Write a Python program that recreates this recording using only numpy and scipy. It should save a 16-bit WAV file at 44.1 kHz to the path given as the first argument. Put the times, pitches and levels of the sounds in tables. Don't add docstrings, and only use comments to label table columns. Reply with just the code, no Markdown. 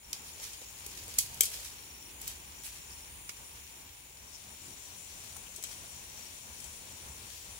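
import sys
import numpy as np
from scipy import signal
from scipy.fft import rfft, irfft, next_fast_len
from scipy.io import wavfile

SR = 44100
rng = np.random.default_rng(int(sys.argv[2]) if len(sys.argv) > 2 else 0)


def unload_wav(signal):
    wavfile.write(
        sys.argv[1],
        SR,
        np.round(np.clip(np.atleast_2d(signal).T, -1, 1) * 32767).astype(np.int16),
    )


N = 334719
T = np.arange(N) / SR
CROSSFADE_S = (3.9, 4.32)
# freq_hz, level_db
LEAF_EDGE = [(300, -22), (1400, -15), (2600, 1), (4500, -13), (8000, 2.5), (12000, 2), (16000, -6)]


def from_db(db):
    return 10 ** (np.asarray(db) / 20)


def rms_one(x):
    return x / np.sqrt(np.mean(x ** 2) + 1e-20)


def panned(pan_db):
    return np.sqrt(2 / (1 + from_db(np.array([[-2], [2]]) * pan_db)))


def at_hz(curve, hz):
    freqs, values = np.array(curve).T
    return np.interp(np.log(hz + 1), np.log(freqs), values)


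def coloured(x, spectrum):
    size = next_fast_len(x.shape[-1])
    gain = from_db(at_hz(spectrum, np.fft.rfftfreq(size, 1 / SR)))
    return rms_one(irfft(rfft(x, size) * gain, size)[..., :x.shape[-1]])


def resonate(x, hz, width_hz):
    r = np.exp(-np.pi * width_hz / SR)
    zeros = np.array([1, 0, -1]) * (1 - r * r) / 2
    poles = [1, -2 * r * np.cos(2 * np.pi * hz / SR), r * r]
    return signal.sosfilt([np.r_[zeros, poles]] * 2, x + 1e-18)


def noise_band(hz, width_hz, shape=(2, N)):
    return rms_one(resonate(rng.standard_normal(shape), hz, width_hz))


def drift(rate_hz):
    return rms_one(np.interp(T * rate_hz, np.arange(4096), rng.standard_normal(4096)))


def swell(centre_s, level_db, half_s):
    return from_db(level_db) * np.exp(-.5 * np.minimum(((T - centre_s) / half_s) ** 2, 100))


def gate(start_s, end_s, fade_s):
    return np.clip(np.minimum(T - start_s, end_s - T) / fade_s, 0, 1)


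def throb(pulse_hz, drift_hz, unsteady=.12):
    pace_hz = pulse_hz * (1 + unsteady * drift(drift_hz))
    return np.sin(2 * np.pi * np.cumsum(pace_hz) / SR)


def ticks(per_s, size_db, tick_s=0.00096):
    sizes = from_db(size_db * np.minimum(rng.exponential(1, (2, N)), 4))
    hits = sizes * (rng.random((2, N)) < per_s / SR)
    power = signal.lfilter([1], [1, -np.exp(-1 / (tick_s * SR))], hits ** 2 + 1e-18)
    return np.sqrt(power) * rng.standard_normal((2, N))


def bed_fader(first_db, second_db, dip_db):
    opening_db = np.interp(T, [0, 0.15], [-6.5, 0])
    lull_db = dip_db * swell(4.22, 0, half_s=0.31)
    return from_db(opening_db + lull_db + np.interp(T, CROSSFADE_S, [first_db, second_db]))


def rumble(level_db=-56.5, surge_db=1.38):
    # freq_hz, level_db
    first_eq = [(25, -19), (40, -17), (52, 1.5), (62, -1), (73, 2.5), (92, -5), (140, -10.5), (250, -14.5),
                (450, -15.5), (630, -19.5), (930, -11.5), (1300, -18.5), (2400, -18.5), (5000, -29.5)]
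    second_eq = [(25, -17), (48, -7), (70, 2), (145, -9.5), (194, -9.5), (266, -14.5), (480, -15),
                 (720, -16), (940, -11), (1250, -17.5), (2400, -18), (5000, -34)]
    # freq_hz, correlation
    likeness = [(60, 0.83), (290, 0.94), (640, 0.61), (1300, -0.45), (2600, -0.16)]
    mid, side = rfft(rng.standard_normal((2, next_fast_len(N))))
    alike = np.clip(at_hz(likeness, np.linspace(0, SR / 2, len(mid))), -1, 1)
    noise = irfft(np.sqrt(1 + alike) * mid + np.sqrt(1 - alike) * side * [[1], [-1]])[:, :N]
    blend = np.interp(T, CROSSFADE_S, [0, 1])
    bed = (1 - blend) * coloured(noise, first_eq) + blend * coloured(noise, second_eq)
    return from_db(level_db + surge_db * drift(rate_hz=12)) * bed * panned(0.3)


def hiss(level_db=-52.5):
    # freq_hz, level_db
    air_eq = [(1000, -9.5), (1800, -4), (2400, 4.5), (4000, -1), (5300, -6), (8000, -37), (11000, -9),
              (13000, -2), (14500, 0.5), (16000, 2.5)]
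    return from_db(level_db) * coloured(rng.standard_normal((2, N)), air_eq) * panned(-2.0)


def insect_choirs(pan_shift_db=4.0, waver_db=1.5, widen=1.07):
    # pitch_hz, base_width_hz, first_db, second_db, pan_db
    bands = [(6130, 400, -65.5, -61, 8.5), (7134, 690, -57.5, -56, 10), (9466, 900, -56.5, -55, 5),
             (7440, 3300, -65.5, -56.5, 9), (3620, 2900, -101, -60, 17)]
    blend, out = np.interp(T, CROSSFADE_S, [0, 1]), 0
    for hz, width_hz, first_db, second_db, pan_db in bands:
        level_db = first_db + (second_db - first_db) * blend + waver_db * drift(rate_hz=17)
        band = noise_band(hz, widen * width_hz)
        out += from_db(level_db) * panned(pan_db + pan_shift_db * blend) * band
    return out


def far_crickets(throb_db=2.1):
    # start_s, end_s, pitch_hz, width_hz, level_db, pan_db, pulse_hz
    songs = [(3.2, 7.8, 5660, 260, -63, 3, 30), (1.7, 3.5, 6090, 150, -64, 4, 19),
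             (0.05, 1.15, 6760, 340, -57.5, 14, 12), (-0.2, 7.8, 7090, 320, -59.5, 14, 12),
             (2.8, 3.6, 9400, 550, -57.5, 5, 30)]
    out = 0
    for start_s, end_s, hz, width_hz, level_db, pan_db, pulse_hz in songs:
        pulsing = from_db(level_db + throb_db * throb(pulse_hz, drift_hz=13))
        out += gate(start_s, end_s, fade_s=0.14) * pulsing * panned(pan_db) * noise_band(hz, width_hz)
    return out


def near_cricket(pan_db=6, throb_db=3.5):
    # start_s, end_s, pitch_hz, level_db
    bouts = [(0.02, 0.56, 5580, -59.5), (0.6, 1.13, 5580, -61.5), (1.62, 2.122, 5600, -58),
             (2.21, 2.838, 5620, -61), (2.78, 3.11, 5550, -59.5), (3.337, 3.98, 5670, -66),
             (4.14, 4.66, 5630, -63), (4.64, 5.42, 5740, -59.5), (5.62, 6.33, 5660, -57.5),
             (6.3, 7.58, 5630, -63.5)]
    pulsing = rms_one(from_db(throb_db * throb(pulse_hz=26, drift_hz=11)))
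    song = sum(gate(start_s, end_s, fade_s=.03) * from_db(db) * noise_band(hz, width_hz=140)
               for start_s, end_s, hz, db in bouts)
    return panned(pan_db) * pulsing * song


def leaf_rustle(stir_db=-55):
    # centre_s, level_db, half_s, crisp_db, pan_db
    swishes = [(0.27, -53, 0.027, -10, -2), (0.43, -53, 0.012, -8, 2), (0.447, -50, 0.059, -14, -2),
               (1.14, -52.5, 0.35, -13, 1.5), (1.498, -51, .025, -1, -2), (1.553, -48, 0.024, -3.5, -1),
               (1.647, -52.5, 0.059, -3.5, 1), (2.282, -48.5, 0.034, -2, 1), (2.664, -50.5, 0.019, 5.5, 0),
               (2.748, -54.5, 0.033, -5, 2), (5.246, -59, .03, -6, 6), (5.71, -49, 0.026, -9, 6),
               (6.222, -57, 0.072, -2, 7), (6.603, -56.5, 0.069, -9, 9), (7.352, -53, 0.079, -10, 4)]
    # freq_hz, level_db
    face_eq = [(300, -21), (1400, -4), (2400, -0.5), (4000, 0.5), (6000, 4), (9000, -1), (12000, -2.5),
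               (16000, -5.5)]
    touch = sum(swell(s, db, half_s) * panned(pan) for s, db, half_s, _, pan in swishes)
    catch = sum(swell(s, db + crisp, half_s) * panned(pan) for s, db, half_s, crisp, pan in swishes)
    slide = coloured(ticks(per_s=1600, size_db=3.3), face_eq) * from_db(2.2 * drift(rate_hz=120))
    crackle = coloured(ticks(per_s=600, size_db=2.4), LEAF_EDGE)
    stir = from_db(stir_db) * panned(2) * coloured(ticks(per_s=70, size_db=2.2), face_eq)
    stir *= bed_fader(first_db=-6, second_db=-6, dip_db=-2.04)
    return touch * slide + catch * crackle + stir


def stalk_snaps(push_s=0.00035, fibre_db=4.5, quiver_db=-21, quiver_s=0.033, break_db=-3, break_s=0.00017):
    # time_s, level_db, rise_s, tear_s, tilt_db_per_octave, cutoff_hz,
    # knock_db, clack_db, send_db, pan_db
    snaps = [(0.1309, -22.5, 0.001, 0.0014, -4.5, 14500, -24, -7.5, -1, 0.5),
             (0.400, -41, .0005, .0015, -5, 11000, -7, -2, 0, 1),
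             (0.441, -35.5, .002, .003, -3, 12000, -12, -2, 1, -3),
             (0.617, -45, .001, .005, -3.5, 13000, 5, 4, 7, -2),
             (0.533, -39.5, .0005, 0.0026, -1, 10500, -5, -11, 8, 4),
             (0.864, -33, .0009, 0.0029, 1, 15000, 23, 7, 2, 0),
             (0.976, -38, .003, 0.0034, -3.5, 15000, -11, 0, 5, -2),
             (1.140, -36, .0008, 0.0024, -1.5, 15000, 9, 0, -2, -2),
             (1.187, -14.5, 0.0016, 0.0029, 4.5, 14000, 13, 7.5, 3, -1.5),
             (1.1872, -5.5, 0.000049, 0.0002, 2.5, 13900, 7, 4, -0.5, -6),
             (1.344, -39, .002, 0.0056, 2, 15000, 0, -2, 0, -1),
             (1.4079, -5.5, 0.00046, 0.00063, 0.5, 15000, 14.5, 0.5, -2, 1),
             (1.4089, -11, 0.00022, 0.0012, -0.5, 14500, -14, -1, -4, 3),
             (1.434, -26, 0.0011, 0.0098, -1, 17000, 2, -1, -1, 1),
             (1.455, -28.5, .001, 0.0039, 1, 16000, -3, -8, 8, -1),
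             (2.216, -34.5, 0.0022, 0.0029, 2.5, 14000, 2, 5, 5, 2),
             (2.2782, -26, 0.0012, 0.0019, 1.5, 16000, -3, -1, 4.5, 1),
             (2.636, -37, .0004, .001, 3, 14000, -10, 0, 0, 0),
             (3.293, -33, 0.0012, 0.0054, -4, 10100, -5, 4, -8, -2.5),
             (5.3666, -36, .0005, 0.0024, 5, 16000, 14, 6, 0, 6),
             (5.562, -36.5, .002, 0.0048, 6, 9800, -5, 0, 3, 7),
             (5.627, -33.5, .0005, 0.0013, 5, 10500, -3, 7, 3, 8),
             (5.6382, -26, 0.00034, 0.0013, -0.5, 14000, -9, 5.5, 5, 9),
             (5.643, -32.5, .0005, .0016, -4, 10500, -4, 0, -1, 0),
             (6.603, -40, .0008, .002, 4, 11000, -5, 0, 4, 10),
             (6.643, -38.5, .0018, 0.0033, 2, 10000, -3, 0, 4, 12)]
    # pitch_hz, width_hz, level_db, pan_db
    modes = [(413, 320, -6, 1), (1200, 750, -13, -7), (2320, 640, 2, -3.5), (2980, 1200, -5, 1),
             (5690, 4900, 8, -4.5), (7760, 4300, 9.5, 5), (9340, 4340, 10, -2.5), (12600, 2400, 6.5, -1),
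             (15160, 1900, 9.5, -11)]
    out = np.zeros((2, 2, N))
    t = np.arange(-SR // 100, SR // 12) / SR
    pivot_hz = np.median(np.array(modes)[:, 0])
    quiver = from_db(quiver_db) * np.exp(-abs(t) / quiver_s)
    fracture = from_db(break_db) * np.exp(-abs(t) / break_s)
    for time_s, level_db, rise_s, tear_s, tilt, cutoff_hz, knock_db, clack_db, send_db, pan_db in snaps:
        white, sizes = rng.standard_normal((2, 2, len(t)))
        fall = np.exp(-abs(t) / tear_s) + quiver + fracture
        envelope = np.where(t < 0, np.exp(-abs(t) / rise_s), fall)
        cracks = white * from_db(fibre_db * np.minimum(sizes, 2)) * envelope
        push = np.exp(-.5 * (t / push_s) ** 2)
        recoil = from_db(knock_db) * np.linalg.norm(cracks[0]) * push / push.sum()
        drives = [recoil] + [from_db(clack_db) * cracks] * 2 + [cracks] * len(modes[3:])
        snap = 0
        for k, (drive, (hz, width_hz, mode_db, mode_pan_db)) in enumerate(zip(drives, modes)):
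            gain = from_db(mode_db + tilt * np.log2(hz / pivot_hz)) * panned(mode_pan_db)
            snap += (-1) ** k * gain * resonate(drive, hz, width_hz)
        snap = signal.sosfilt(signal.butter(2, cutoff_hz, fs=SR, output="sos"), snap)
        tear_rms = np.sqrt(np.sum(snap ** 2, axis=1, keepdims=True) / (tear_s * SR))
        snap = from_db(level_db) * panned(pan_db) * snap / tear_rms
        start = int((time_s + t[0]) * SR)
        out[..., start:start + len(t)] += [snap, from_db(send_db) * snap]
    return out


def foliage(send, near_db=-9, near_t60=0.14, far_db=-19, far_t60=0.94, build_s=0.00078, grain_db=4):
    # freq_hz, level_db
    echo_eq = [(200, -3), (1700, -20), (2400, 0), (3200, 5), (6000, -1), (10000, -4), (13000, -12),
               (16000, -36)]
    t = np.arange(SR // 2) / SR
    response = 0
    for level_db, t60 in ((near_db, near_t60), (far_db, far_t60)):
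        white, sizes = rng.standard_normal((2, 2, len(t)))
        grains = coloured(white * from_db(grain_db * sizes), echo_eq)
        tail = grains * from_db(-60 * t / t60) * (1 - np.exp(-t / build_s))
        response += from_db(level_db) * rms_one(tail) / np.sqrt(len(t))
    return signal.fftconvolve(send, response, axes=1)[:, :N]


def trellis(damping=0.91):
    # centre_s, level_db, half_s, pitch_hz
    tugs = [(0.414, -65.5, 0.074, 426), (1.0, -63.5, 0.096, 337), (1.54, -63.5, 0.12, 470),
            (2.096, -66, 0.2, 272), (4.683, -63.5, 0.044, 244), (5.69, -69, 0.033, 480)]
    knocks = [(0.620, -56.5, .0059, 470), (0.868, -58, .0059, 342), (1.085, -56, .0059, 382),
              (1.188, -54, 0.0054, 215), (1.1885, -48.5, 0.0028, 444), (1.19, -48, .002, 1200),
              (5.367, -53.5, 0.0052, 900), (5.593, -54.5, 0.0068, 390), (5.641, -60, .0059, 796)]
    wood = sum(swell(s, db, half_s) * noise_band(hz, damping * hz, shape=N)
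               for s, db, half_s, hz in tugs + knocks)
    sway = swell(1.26, level_db=-58, half_s=0.24) * noise_band(hz=61, width_hz=92, shape=N)
    return wood + sway


def leaf_flicks(decay_s=0.0022):
    # start_s, level_db, pan_db
    flicks = [(0.4228, -46, 0), (0.433, -43, -3), (0.466, -42, -2), (0.487, -44, -3), (0.726, -50, 0),
              (0.7985, -43, 2), (1.0362, -41, 1), (1.0803, -37, 0), (1.090, -43, 0), (1.4204, -29, 1),
              (1.4645, -37, 2), (1.502, -40, -1), (1.516, -38, -2), (1.529, -44, 0), (1.553, -44, -2),
              (1.577, -43, 0), (1.648, -38, 0), (2.297, -40, 1), (2.648, -41.5, 2), (2.665, -38, 3),
              (2.738, -44.5, 0)]
    hits = np.zeros((2, N))
    for start_s, level_db, pan_db in flicks:
        hits[:, [int(start_s * SR)]] = from_db(level_db) * panned(pan_db)
    power = signal.lfilter([1], [1, -np.exp(-2 / (decay_s * SR))], hits ** 2 + 1e-18)
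    return np.sqrt(power) * coloured(rng.standard_normal((2, N)), LEAF_EDGE)


def pod_ring(start_s=1.4085, attack_s=0.00053):
    # pitch_hz, level_db, t60_s, pan_db
    modes = [(2300, -20.5, .013, -6), (3140, -31.5, .028, -1), (5940, -26, .04, -8), (6320, -26, .045, 2),
             (6448, -26.5, .05, 5), (6785, -30.5, 0.05, -7), (7470, -22, 0.056, 11), (7900, -33, .04, 4),
             (11975, -19, .03, -4), (13600, -24, .03, -6), (14700, -28, .02, 0)]
    t = np.arange(SR // 8) / SR
    ring = sum((-1) ** k * from_db(db - 60 * t / t60) * np.sin(2 * np.pi * hz * t) * panned(pan_db)
               for k, (hz, db, t60, pan_db) in enumerate(modes))
    out, start = np.zeros((2, N)), int(start_s * SR)
    out[:, start:start + len(t)] = ring * (1 - np.exp(-t / attack_s))
    return out


def insect_chirps(breadth=0.24, pan_db=5, stroke_hz=150, stroke_db=5):
    # centre_s, level_db, half_s, pitch_hz
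    chirps = [(2.907, -49, .003, 5300), (2.93, -52, .008, 5540), (4.349, -49.5, 0.018, 5560),
              (5.474, -53.5, 0.0066, 2770)]
    strokes = rms_one(from_db(stroke_db * np.sin(2 * np.pi * stroke_hz * T)))
    rasps = sum(swell(s, db, half_s) * noise_band(hz, breadth * hz) for s, db, half_s, hz in chirps)
    return panned(pan_db) * strokes * rasps


def scene(snap_db=-2, leaf_db=1.4, cricket_db=-1.9, pod_send_db=-3):
    snaps, snap_send = from_db(snap_db) * stalk_snaps()
    ring = pod_ring()
    rustle = from_db(leaf_db) * leaf_rustle() + leaf_flicks()
    drone = insect_choirs() + from_db(cricket_db) * far_crickets()
    drone *= bed_fader(first_db=-0.63, second_db=0, dip_db=-3.21)
    insects = drone + near_cricket() + insect_chirps()
    air = bed_fader(first_db=0.76, second_db=1.0, dip_db=-3) * rumble()
    air += bed_fader(first_db=1.5, second_db=1.54, dip_db=-2.4) * hiss()
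    echoes = foliage(snap_send + from_db(pod_send_db) * ring + rustle)
    return snaps + ring + rustle + echoes + trellis() + insects + air


def record(dry, cutoff_hz=15750):
    low_pass = signal.ellip(12, .1, 80, cutoff_hz, fs=SR, output="sos")
    return signal.sosfilt(low_pass, np.tanh(dry))


dry = scene()
out = record(dry)
unload_wav(out)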